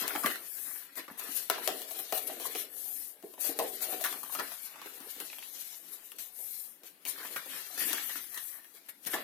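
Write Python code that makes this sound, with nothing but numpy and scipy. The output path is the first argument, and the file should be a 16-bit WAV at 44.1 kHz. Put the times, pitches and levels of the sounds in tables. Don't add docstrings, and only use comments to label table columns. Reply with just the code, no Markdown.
import sys
import numpy as np
from scipy import signal
from scipy.fft import rfft, irfft, next_fast_len
from scipy.io import wavfile
from scipy.ndimage import uniform_filter1d, minimum_filter1d

SR = 44100
rng = np.random.default_rng(int(sys.argv[2]) if len(sys.argv) > 2 else 0)


def wav_record(signal):
    frames = np.transpose(np.atleast_2d(signal))
    bounded = np.clip(frames, -1, 1)
    quanta = np.round(bounded * 32767).astype(np.int16)
    wavfile.write(sys.argv[1], SR, quanta)


def natural_amplitude(level_db):
    exponent = np.asarray(level_db, float) / 20
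    return 10 ** exponent


N = 407043
SIZE = next_fast_len(N, True)
HZ = np.fft.rfftfreq(SIZE, 1 / SR)


def evened(x):
    return x / np.sqrt(np.mean(x ** 2) + 1e-20)


def read(points, hz):
    f, value = np.transpose(points)
    return np.interp(np.log(hz + 1), np.log(f + 1), value)


def colour(x, gain):
    return irfft(rfft(x, SIZE) * gain, SIZE)[..., :N]


def modes(table, hz):
    power = sum(natural_amplitude(db) ** 2 / (1 + (2 * (hz - f) / width) ** 2) ** 2 for f, width, db in table)
    return np.sqrt(power)


def causal(gain):
    log = np.log(np.maximum(np.r_[gain, gain[-2:0:-1]], 1e-5))
    return np.fft.ifft(np.exp(signal.hilbert(log).conj())).real[:len(gain)]


# frequency in Hz, level in dB per Hz.
FLOOR_SPECTRUM = [(18, -70), (30, -38), (75, -12), (245, 0), (1350, -11.5), (1760, -8), (3580, -12.5),
                  (7270, -17), (12300, -4), (16000, -19)]


def floor():
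    hiss = colour(rng.standard_normal((2, N)), natural_amplitude(read(FLOOR_SPECTRUM, HZ)))
    return natural_amplitude(-65.5) * evened(hiss)


# frequency in Hz, decay time (t60) in seconds.
ROOM_DECAY = [(200, 0.25), (1000, 0.29), (4000, 0.29), (15000, 0.033)]


def room(x):
    taps = np.zeros((2, SR // 2))
    jitter = rng.integers(0, 20, (2, (SR // 2 - 201) // 20))
    at = np.arange(200, SR // 2 - 20, 20) + jitter
    np.put_along_axis(taps, at, rng.choice([-1., 1.], at.shape), 1)
    hz, t, z = signal.stft(taps, SR, nperseg=256)
    t60 = np.maximum(read(ROOM_DECAY, hz), .05)[:, None]
    tail = signal.istft(z * natural_amplitude(-60 * t / t60), SR, nperseg=256)[1]
    return signal.fftconvolve(x, tail / np.linalg.norm(tail[0]), axes=1)[:, :N]


# frequency in Hz, left over right in dB.
PORT_TILT = [(60, 0.5), (110, 2), (200, 1.5), (380, -0.5), (700, 2), (1290, 2.5), (2380, 1), (4400, 4.5),
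             (8120, 16), (15000, 34)]
# frequency in Hz, likeness from 0 to 1.
PORT_LIKENESS = [(60, 0.3), (130, 0.9), (250, 0.76), (500, 0.94), (1000, 0.6), (2000, 0.29), (5000, 0.02),
                 (15000, 0)]


def to_ports(a, b):
    lead_s = .0001
    same = np.clip(read(PORT_LIKENESS, HZ), 0, 1)
    right = natural_amplitude(-read(PORT_TILT, HZ))
    both = 2 / np.sqrt(1 + right ** 2 + 2 * same * right)
    late = colour(a, both * right * same * np.exp(-2j * np.pi * HZ * lead_s))
    own = colour(b, both * right * np.sqrt(1 - same ** 2))
    return np.array([colour(a, both), late + own])


# start in seconds, peak level in dB, pitch in Hz.
LANDINGS = [(0.017, -40, 260), (0.155, -33.5, 294), (0.245, -29, 244), (0.292, -41, 354),
            (1.11, -41.5, 242), (1.288, -45.5, 258), (3.491, -38, 308), (4.393, -42, 280),
            (5.005, -50, 257), (5.166, -51, 260), (7.182, -55, 276), (7.251, -58, 276), (7.851, -44, 242),
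            (7.907, -41, 300), (9.061, -44.5, 216), (9.086, -44, 250), (9.137, -33, 320), (9.152, -39, 256)]


def thuds():
    rise_s = .003
    t, out = np.arange(2000) / SR, np.zeros((2, N + 2000))
    swell = t / rise_s * np.exp(1 - t / rise_s)
    for s, db, hz in LANDINGS:
        out[0, round(s * SR):][:len(t)] += natural_amplitude(db) * swell * np.sin(2 * np.pi * hz * t)
    return out[:, :N]


# start in seconds, peak level in dB, ring pitch in Hz, treble
# against the ring in dB. The folded hollow knocks.
HOLLOW_KNOCKS = [(0.152, -19, 780, -16.5), (1.675, -20, 720, -4), (1.909, -36, 666, -5),
                 (1.989, -37, 446, -5), (2.124, -17.5, 695, -13), (2.399, -31.5, 417, -10),
                 (2.55, -26, 430, -11), (3.234, -28.5, 416, -37), (3.378, -43, 585, -21),
                 (3.589, -20.5, 636, -8.5), (3.643, -23.5, 456, -46), (3.8, -49, 369, -14),
                 (3.926, -28.5, 690, -23.5), (4.011, -27, 618, -9.5), (4.324, -38, 884, -18),
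                 (4.859, -37.5, 443, -7), (5.003, -40.5, 860, -5), (5.058, -40.5, 440, -23),
                 (5.163, -45, 440, -5), (6.389, -43.5, 535, -5), (6.834, -46, 423, -5),
                 (7.459, -38.5, 484, -0.5), (8.741, -53, 440, 0)]
SHEET_POPS = [(0.243, -21.5, 1150, -24), (0.26, -16, 1900, -11.5), (0.955, -43, 1610, -5),
              (0.998, -33, 2070, -14.5), (1.08, -32, 1190, -18), (1.4993, -17, 1280, -24),
              (4.04, -21, 1640, -8), (4.127, -32.5, 1180, -3), (4.231, -28, 1120, -27),
              (4.35, -24.5, 1190, -12), (4.39, -25.5, 1330, -16), (4.758, -35.5, 1190, -12.5),
              (4.816, -30.5, 1090, -15), (7.179, -37, 1300, -9), (7.231, -34, 1650, -16),
              (7.361, -24, 1500, -13), (7.777, -31, 1770, -7), (7.93, -23, 1560, -5),
              (7.981, -21.5, 1830, -45), (8.094, -34.5, 1800, -2), (8.156, -29, 1500, -24),
              (8.375, -33.5, 1900, -5), (8.645, -43, 1910, -10), (8.886, -47, 1910, -19),
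              (9.061, -41, 1900, -12)]
EDGE_TICKS = [(0.079, -25, 2090, -5), (1.175, -49, 2100, -5), (1.818, -32.5, 2730, -5.5),
              (3.226, -49, 2830, -2), (5.201, -31, 3170, -5), (5.33, -33, 2370, -17),
              (5.384, -35, 2980, -11), (5.425, -31.5, 2700, -22), (6.118, -37, 2700, -9),
              (6.185, -40.5, 2300, -5), (7.052, -31, 2980, -5)]
FIBRE_CRACKLES = [(0.016, -28, 1340, -31), (0.106, -23.5, 1400, -20), (0.16, -19, 1420, -16),
                  (0.236, -25, 1500, -9), (0.268, -21.5, 1460, -23), (0.302, -26.5, 1510, -11),
                  (0.313, -27, 1700, -15), (0.357, -29, 1610, -10.5), (0.979, -36, 1310, -7),
                  (0.995, -43, 600, -25), (1.196, -35, 1030, -12), (1.222, -31, 1190, -19),
                  (1.284, -38, 1200, -18), (1.499, -12.5, 645, -11), (1.512, -27.5, 422, -32),
                  (3.597, -15.5, 640, -25), (3.606, -23, 620, -35), (3.65, -25, 490, -30),
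                  (4.296, -35, 1030, -19), (4.518, -33.5, 1670, -12), (5.203, -47, 704, -28),
                  (8.242, -39, 1860, -6), (8.344, -36.5, 1960, -3), (1.506, -34, 3460, -5),
                  (1.581, -28.5, 990, -16), (1.69, -21.5, 715, -15), (1.703, -29, 715, -28),
                  (2.138, -34, 617, -34), (2.16, -33, 614, -27), (2.178, -32, 3900, -5),
                  (2.272, -36, 3220, -14.5), (3.338, -39.5, 594, -10), (3.444, -32.5, 617, -28),
                  (3.481, -34.5, 700, -25), (3.514, -39, 700, -25), (3.625, -22, 565, -31),
                  (3.884, -42, 394, -20), (7.202, -42, 1310, -15), (7.217, -38, 1410, -15),
                  (7.249, -34, 1100, -13), (7.814, -38, 1740, -13), (7.906, -31, 930, -19),
                  (9.05, -42, 3360, -5), (9.186, -38, 610, -13),
                  (2.295, -28.5, 616, -33), (2.454, -32.5, 1210, -22), (2.465, -36, 457, -25),
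                (4.047, -21.5, 1790, -11), (4.054, -23.5, 1050, -11), (4.063, -32, 1750, -6),
                (4.398, -21.5, 1000, -12), (4.766, -46, 1000, -15), (4.857, -33.5, 483, -31),
                (5.3, -35, 2560, -13), (7.7, -42, 750, -29), (7.73, -42, 770, -27), (9.135, -24, 1860, -12),
                (9.14, -20.5, 1810, -12), (9.143, -27, 1000, -12), (9.151, -28, 806, -18),
                (9.162, -31.5, 1110, -17)]
CLEAN_CLICKS = [(0.138, -30, 1920, -20), (0.2605, -19, 3800, -20), (0.265, -33, 3400, -20),
                (0.31, -33, 4070, -18), (1.4984, -22, 5600, -28), (1.4996, -15, 3730, -13),
                (1.6761, -16, 6600, -9), (1.678, -29, 4340, -31), (2.556, -25, 2600, -20),
                (3.599, -36, 2100, -18), (3.807, -32, 3990, -12), (3.86, -35, 1700, -22),
                (4, -35, 3000, -20), (4.047, -27, 3400, -16), (4.233, -47, 3800, -20),
                (4.395, -24, 4100, -17), (5.4267, -36, 2700, -16), (7.064, -31, 2620, -20),
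                (1.5, -18, 960, -36), (0.152, -24, 1450, -23), (3.043, -45, 9000, -18),
                (6.119, -40, 4000, -16), (6.833, -47, 3000, -12), (3.379, -42, 900, -20),
                (8.899, -40, 1860, -14)]
# frequency in Hz, level in dB per Hz.
CRACK_SPECTRUM = [(300, -28), (600, -5.5), (1600, -11), (3600, -4), (6200, -4), (8500, -4), (12200, 2),
                  (16000, -3)]
# frequency in Hz, width in Hz, level in dB.
HOLLOW_MODES = [(270, 85, 7), (392.5, 90, 2.5), (479, 46, 0.5), (610, 70, 0), (750, 96, 2.5)]


def snaps():
    kinds = [(HOLLOW_KNOCKS, .086), (SHEET_POPS, .054), (EDGE_TICKS, .05),
             (FIBRE_CRACKLES, .041), (CLEAN_CLICKS, .011)]
    t, out = np.arange(3600) / SR, np.zeros((2, N + 8000))
    for events, t60 in kinds:
        for s, db, ring_hz, treble_db in events:
            sound = snap(t, t60, ring_hz, min(treble_db, -5))
            at = round(s * SR)
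            out[:, at:at + sound.shape[1]] += natural_amplitude(db - 7.5) * sound
    return out[:, :N]


def snap(t, t60, ring_hz, treble_db):
    hz = np.fft.rfftfreq(2048, 1 / SR)
    noise = rng.standard_normal((2, len(t)))
    crack = noise * (1 - np.exp(-t / 0.00095)) * natural_amplitude(-60 * t / .006)
    jolts_db = 4.5 * evened(uniform_filter1d(noise[0, ::-1], size=int(.0015 * SR)))
    rattle = noise[::-1] * (1 - np.exp(-t / 0.0017)) * natural_amplitude(-60 * t / t60 + jolts_db)
    octave_up = np.clip(np.log2(hz / 2500 + 1e-9), 0, 1)
    bright = natural_amplitude(read(CRACK_SPECTRUM, hz) + (treble_db + 2.5) * octave_up)
    wide = 0.33 + 0.5 * (t60 < .03)
    ring = modes([(ring_hz, wide * ring_hz, 0), (1.674 * ring_hz, 0.37 * ring_hz, -8)], hz)
    ring = ring + 0.014 * modes(HOLLOW_MODES, hz)
    strike = rattle + 2.6 * crack + 7 * signal.unit_impulse(len(t), 30)
    body = signal.fftconvolve(strike, causal(ring)[None], axes=1)
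    edge = signal.fftconvolve(crack + .11 * rattle, causal(bright)[None], axes=1)
    return body / abs(body).max() + natural_amplitude(1.08 * (treble_db + 17.5)) * edge / abs(edge).max()


def slips(per_s, spread_db, clump_s, clump_db):
    length = int(clump_s * SR)
    clumps = evened(uniform_filter1d(uniform_filter1d(rng.standard_normal(N), length), length))
    sizes = natural_amplitude(spread_db * np.minimum(rng.exponential(1, N), 3.5))
    clicks = sizes * (rng.random(N) < per_s / SR)
    return natural_amplitude(clump_db * np.minimum(clumps, 1)) * (1 + clicks) * rng.standard_normal((2, N))


def gripped(drive, table, centre_hz, fall_db):
    lines, out = rfft(drive, SIZE), 0
    for mode in table:
        ring = irfft(lines * modes([mode], HZ), SIZE)[:, :N]
        out = out + natural_amplitude(-fall_db * np.log2(mode[0] / centre_hz) ** 2) * ring
    return out / np.sqrt(uniform_filter1d((out ** 2).mean(0), SR // 2))


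def grip_hz(snapped, rest_hz, pull, t):
    s, _, hz, _ = np.transpose(snapped)
    return rest_hz * (np.interp(t, s, hz) / rest_hz) ** pull


def strokes(rows, t, blunt):
    s, rise, fall, db = np.transpose(rows)[:4, :, None]
    far = np.where(t < s, (s - t) / np.maximum(rise, .005), (t - s) / np.maximum(fall, .005))
    return natural_amplitude(2 * (db - 20 * np.minimum(far, 20) ** blunt))


# frequency in Hz, level in dB per Hz.
RUB_SPECTRUM = [(530, -73), (900, -15), (979, -29), (1340, -30), (2020, -17.5), (3510, -30.5), (4100, -20),
                (7060, -8.5), (12100, 5.5), (15100, 0.5), (16000, -36)]


def fingertip_rub(strength, pressed):
    clump_db = 1.68 * (1.5 - 1.3 * pressed)
    hiss = slips(per_s=300, spread_db=2.0, clump_s=0.025, clump_db=clump_db)
    return strength * evened(colour(hiss, natural_amplitude(read(RUB_SPECTRUM, HZ))))


# frequency in Hz, width in Hz, level in dB.
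SCRAPE_MODES = [(2700, 2760, 3.5), (4070, 990, -7.5), (6460, 4300, 1.5)]
# time in seconds, scrape level in dB.
DRAG_LEVEL = [(0, -1.5), (.9, 0.5), (1.4, -1), (1.7, 3), (2.15, -3), (2.6, 2.5), (3.3, -2), (3.47, -2),
              (3.8, 0), (4.2, -4), (4.8, 0.5), (5.6, 1), (6.2, -1), (6.7, 1.5), (7.08, 0), (7.5, 3),
              (8.2, -1.5), (9.1, -2.5)]


def edge_scrape(strength, hz, t):
    drag = natural_amplitude(np.interp(t, *np.transpose(DRAG_LEVEL)))
    grit = slips(per_s=400, spread_db=4.0, clump_s=0.025, clump_db=2.5)
    return drag * strength * gripped(grit, SCRAPE_MODES, hz, fall_db=18)


# frequency in Hz, width in Hz, level in dB.
SHEET_MODES = [(1190, 1730, 3), (1560, 620, -3), (1860, 230, 5.5), (1960, 2700, 3)]


def bending_sheet(strength, hz, t):
    flap = (t > 7.74) & (t < 9)
    grains = slips(per_s=110, spread_db=6.5, clump_s=0.022, clump_db=5.0)
    pocket = evened(colour(grains, modes([(1850, 200, 0)], HZ)))
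    grains = slips(per_s=420, spread_db=5.5, clump_s=0.011, clump_db=4.5)
    sheet = gripped(grains, SHEET_MODES, hz, fall_db=36)
    return strength * (natural_amplitude(-7) * flap * pocket + natural_amplitude(-2 - 2 * flap) * sheet)


def folded_hollow(strength, hz):
    creaks = slips(per_s=60, spread_db=1.5, clump_s=0.01, clump_db=3.0)
    return natural_amplitude(-2.0) * strength * gripped(creaks, HOLLOW_MODES, hz, fall_db=14)


# peak time in seconds, rise in seconds, fall in seconds, effort in dB.
CREASE_PRESSES = [
    (0.654, 0.28, 0.23, -41),
    (2.923, 0.24, 0.23, -40),
    (6.476, 0.17, 0.29, -42.5),
    (8.406, 0.12, 0.21, -43),
]
# peak time
# in seconds, rise in seconds, fall in seconds, effort in dB.
SLIDES = [(0.013, 0.14, 0.054, -32), (0.079, 0.059, 0.12, -40), (0.266, 0.26, 0.16, -36.5),
          (0.981, 0.05, 0.068, -39), (1.118, 0.046, 0.047, -56), (1.195, 0.034, 0.03, -41),
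          (1.24, 0.11, 0.14, -45), (1.367, 0.092, 0.11, -33.5), (1.5, 0.025, 0.19, -38.5),
          (1.674, 0.21, 0.43, -41.5), (1.826, 0.13, 0.022, -46), (1.997, 0.25, 0.15, -40),
          (2.135, 0.039, 0.071, -61), (2.178, 0.11, 0.041, -31.5), (2.225, 0.045, 0.066, -42.5),
          (2.275, 0.013, 0.026, -35.5), (2.31, 0.09, 0.21, -43), (2.472, 0.13, 0.013, -35),
          (2.599, 0.23, 0.079, -39), (3.222, 0.045, 0.27, -55.5), (3.343, 0.11, 0.017, -53.5),
          (3.41, 0.026, 0.11, -36.5), (3.455, 0.055, 0.088, -33), (3.5, 0.064, 0.094, -39.5),
          (3.588, 0.043, 0.94, -41.5), (3.825, 0.029, 0.088, -31.5), (3.913, 0.066, 0.083, -37.5),
          (4.051, 0.12, 0.3, -37.5),
          (4.233, 0.009, 0.024, -37.5), (4.314, 0.026, 0.17, -38.5), (4.532, 0.39, 0.077, -42.5),
               (4.663, 0.23, 0.082, -45), (4.934, 0.51, 0.47, -50.5), (5.106, 0.062, 0.057, -44.5),
               (5.203, 0.069, 0.054, -42.5), (5.27, 0.05, 0.11, -45.5), (5.609, 0.65, 0.27, -44),
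               (5.757, 0.11, 0.07, -46.5), (5.878, 0.19, 0.08, -50), (5.933, 0.037, 0.086, -45.5),
               (6.06, 0.11, 0.12, -52), (6.113, 0.025, 0.025, -45), (6.183, 0.024, 0.14, -40),
               (6.87, 0.051, 0.061, -49.5), (7.088, 0.043, 0.096, -34.5), (7.273, 0.16, 0.06, -45.5),
               (7.373, 0.24, 0.06, -43.5), (7.526, 0.2, 0.56, -45.5), (7.79, 0.028, 0.75, -36),
               (7.922, 0.42, 0.17, -36), (8.168, 0.081, 0.063, -37), (8.252, 0.049, 0.21, -52),
               (8.751, 0.024, 0.079, -55), (8.893, 0.032, 0.03, -41.5), (9.072, 0.033, 0.024, -30.5),
               (9.123, 0.066, 0.15, -39.5)]
# peak time in seconds, rise in seconds, fall in seconds, effort in
# dB, hollow against sheet in dB.
BENDS = [(0.168, 0.45, 0.2, -41.5, -1), (0.03, 0.047, 0.099, -36.5, -9),
         (0.255, 0.045, 0.073, -30.5, -7), (0.309, 0.035, 0.15, -41, -6.5),
         (0.598, 0.27, 0.039, -55.5, -7), (0.672, 0.093, 0.64, -55, -11),
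         (0.98, 0.027, 0.066, -41, -8), (1.083, 0.023, 0.11, -47, 1), (1.212, 0.065, 0.27, -46, -5),
         (1.49, 0.0048, 0.28, -38, -1), (1.668, 0.013, 0.13, -32, 11), (1.919, 0.043, 0.054, -57, 0),
         (1.994, 0.051, 0.046, -42.5, 15), (2.125, 0.014, 0.16, -37.5, 8),
         (2.3, 0.016, 0.061, -38.5, 22), (2.472, 0.68, 0.19, -47, 5), (2.538, 0.01, 0.84, -54, 7),
         (3.23, 0.0086, 0.046, -44, 18), (3.384, 0.012, 0.042, -46, 12),
         (3.46, 0.057, 0.034, -44.5, 19), (3.505, 0.052, 0.076, -41.5, 12),
         (3.588, 0.021, 0.14, -29, 17), (3.68, 0.05, 0.11, -55, 10), (3.82, 0.035, 0.11, -48, 11),
         (3.938, 0.11, 0.15, -39, 9), (4.05, 0.022, 0.17, -38, -8),
         (4.23, 0.022, 0.31, -51.5, -32.5), (4.397, 0.065, 0.095, -37.5, -3),
         (4.519, 0.03, 0.058, -47.5, -23), (4.864, 0.67, 0.066, -53, -16),
              (5.012, 0.44, 0.62, -57, -7), (5.205, 0.023, 0.044, -43, -3), (5.307, 0.079, 1, -65, 8),
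              (5.943, 0.29, 0.25, -62, -7), (6.122, 0.026, 0.097, -61, -4), (6.182, 0.033, 0.35, -65, 19),
              (6.392, 0.03, 0.38, -65, 17), (6.837, 0.061, 0.15, -58.5, 6),
              (7.053, 0.019, 0.071, -48.5, -4), (7.191, 0.12, 0.098, -47.5, -5),
              (7.26, 0.11, 0.25, -49, -2.5), (7.361, 0.018, 0.048, -37.5, -18),
              (7.559, 0.19, 0.19, -48.5, -7.5), (7.811, 0.072, 0.32, -40.5, -7.5),
              (7.933, 0.11, 0.15, -41, -9), (8.101, 0.062, 0.044, -43, -15),
              (8.156, 0.015, 0.08, -46, -6.5), (8.383, 0.06, 0.025, -40, -16),
              (8.59, 0.42, 0.094, -56, -23), (8.77, 0.04, 0.043, -59, -19), (8.894, 0.032, 0.026, -50, -19),
              (9.07, 0.024, 0.074, -42.5, -2), (9.145, 0.04, 0.041, -33, -6),
              (9.19, 0.055, 0.074, -38.5, 3.5)]


def handling():
    t, ms = np.arange(N) / SR, np.arange(0, N / SR, .001)
    still_s, full_s = 0.022, 0.0018
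    clock = t.copy()
    for s, *_ in HOLLOW_KNOCKS + SHEET_POPS + EDGE_TICKS:
        at = round(s * SR)
        clock[max(at - int(still_s * SR), 0):at] = s - still_s
        clock[at:at + int(full_s * SR)] = s + full_s

    crease = strokes(CREASE_PRESSES, ms, blunt=3.6).sum(0)
    slide = strokes(SLIDES, ms, blunt=1.127).sum(0)
    hands = crease + slide
    bend_rows = BENDS
    bends = strokes(bend_rows, ms, blunt=0.9)
    open_share = 1 / (1 + natural_amplitude(2 * np.transpose(bend_rows)[4]))
    sheet, hollow, bending = open_share @ bends, (1 - open_share) @ bends, bends.sum(0)
    edge = natural_amplitude(2 * -18.5) * crease + natural_amplitude(2 * -8.5) * slide + natural_amplitude(2 * -5.5) * sheet

    def strength(power):
        return np.interp(clock, ms, np.sqrt(power))

    pressed = np.interp(t, ms, crease / (hands + 1e-12))
    skin_hz, card_hz, card_weight = 4970, 3830, natural_amplitude(2 * 16)
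    skin_share = 1 / (1 + card_weight * bending / (hands + 1e-12))
    scrape_hz = np.interp(t, ms, card_hz + (skin_hz - card_hz) * skin_share)
    loose_hz, closed_hz = 322, 583
    rest_hz = np.interp(t, ms, loose_hz + (closed_hz - loose_hz) * hollow / (bending + 1e-30))
    sheet_hz = grip_hz(SHEET_POPS, rest_hz=1600, pull=.9, t=t)
    hollow_hz = grip_hz(HOLLOW_KNOCKS, rest_hz, pull=0.28, t=t)

    out = fingertip_rub(strength(hands), pressed)
    out += edge_scrape(strength(edge), scrape_hz, t)
    out += bending_sheet(strength(sheet), sheet_hz, t)
    out += folded_hollow(strength(hollow), hollow_hz)
    return natural_amplitude(-1.38) * out


def scene():
    card = to_ports(*(handling() + snaps() + thuds() + floor()))
    return card + natural_amplitude(-10.0) * room(card)


def flickering(x, patchy_db, hole_db, rare):
    hz, _, z = signal.stft(x, SR, nperseg=512, noverlap=256)
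    patches = uniform_filter1d(rng.standard_normal(z.shape[1:]), size=2, axis=0)
    patches = evened(uniform_filter1d(patches, size=11, axis=1))
    exposed = np.interp(hz, [1800, 3000, 7500, 11000], [0, 1, 1, .15])[:, None]
    holes = np.clip(-patches - rare, 0, .3) / .3
    power = uniform_filter1d(np.diff(x[1]) ** 2, size=48) + 1e-14
    before = minimum_filter1d(uniform_filter1d(power, size=256), size=256, origin=127)
    jump = power / before
    calm = -minimum_filter1d(-jump, size=640)[::256] < 14
    calm = np.resize(calm, z.shape[2])
    flicker = natural_amplitude(calm * (patchy_db * patches + hole_db * exposed * holes))
    kept = (hz < 1.02 * 15920)[:, None]
    return signal.istft(z * kept * flicker, SR, nperseg=512, noverlap=256)[1][:, :N]


def low_pass(x):
    return signal.sosfilt(signal.butter(12, 15920, fs=SR, output="sos"), x)


def record(dry):
    cut = signal.sosfilt(signal.butter(4, 170, "high", fs=SR, output="sos"), dry)
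    knocks = signal.sosfilt(signal.butter(2, 2500, fs=SR, output="sos"), cut)
    bumps = signal.sosfilt(signal.butter(2, [15, 90], "band", fs=SR, output="sos"), knocks ** 2)
    mix = flickering(cut + natural_amplitude(-30) * dry + .25 * bumps, patchy_db=2.4, hole_db=-32, rare=.78)
    return low_pass(mix)


dry = scene()
out = record(dry)
wav_record(out)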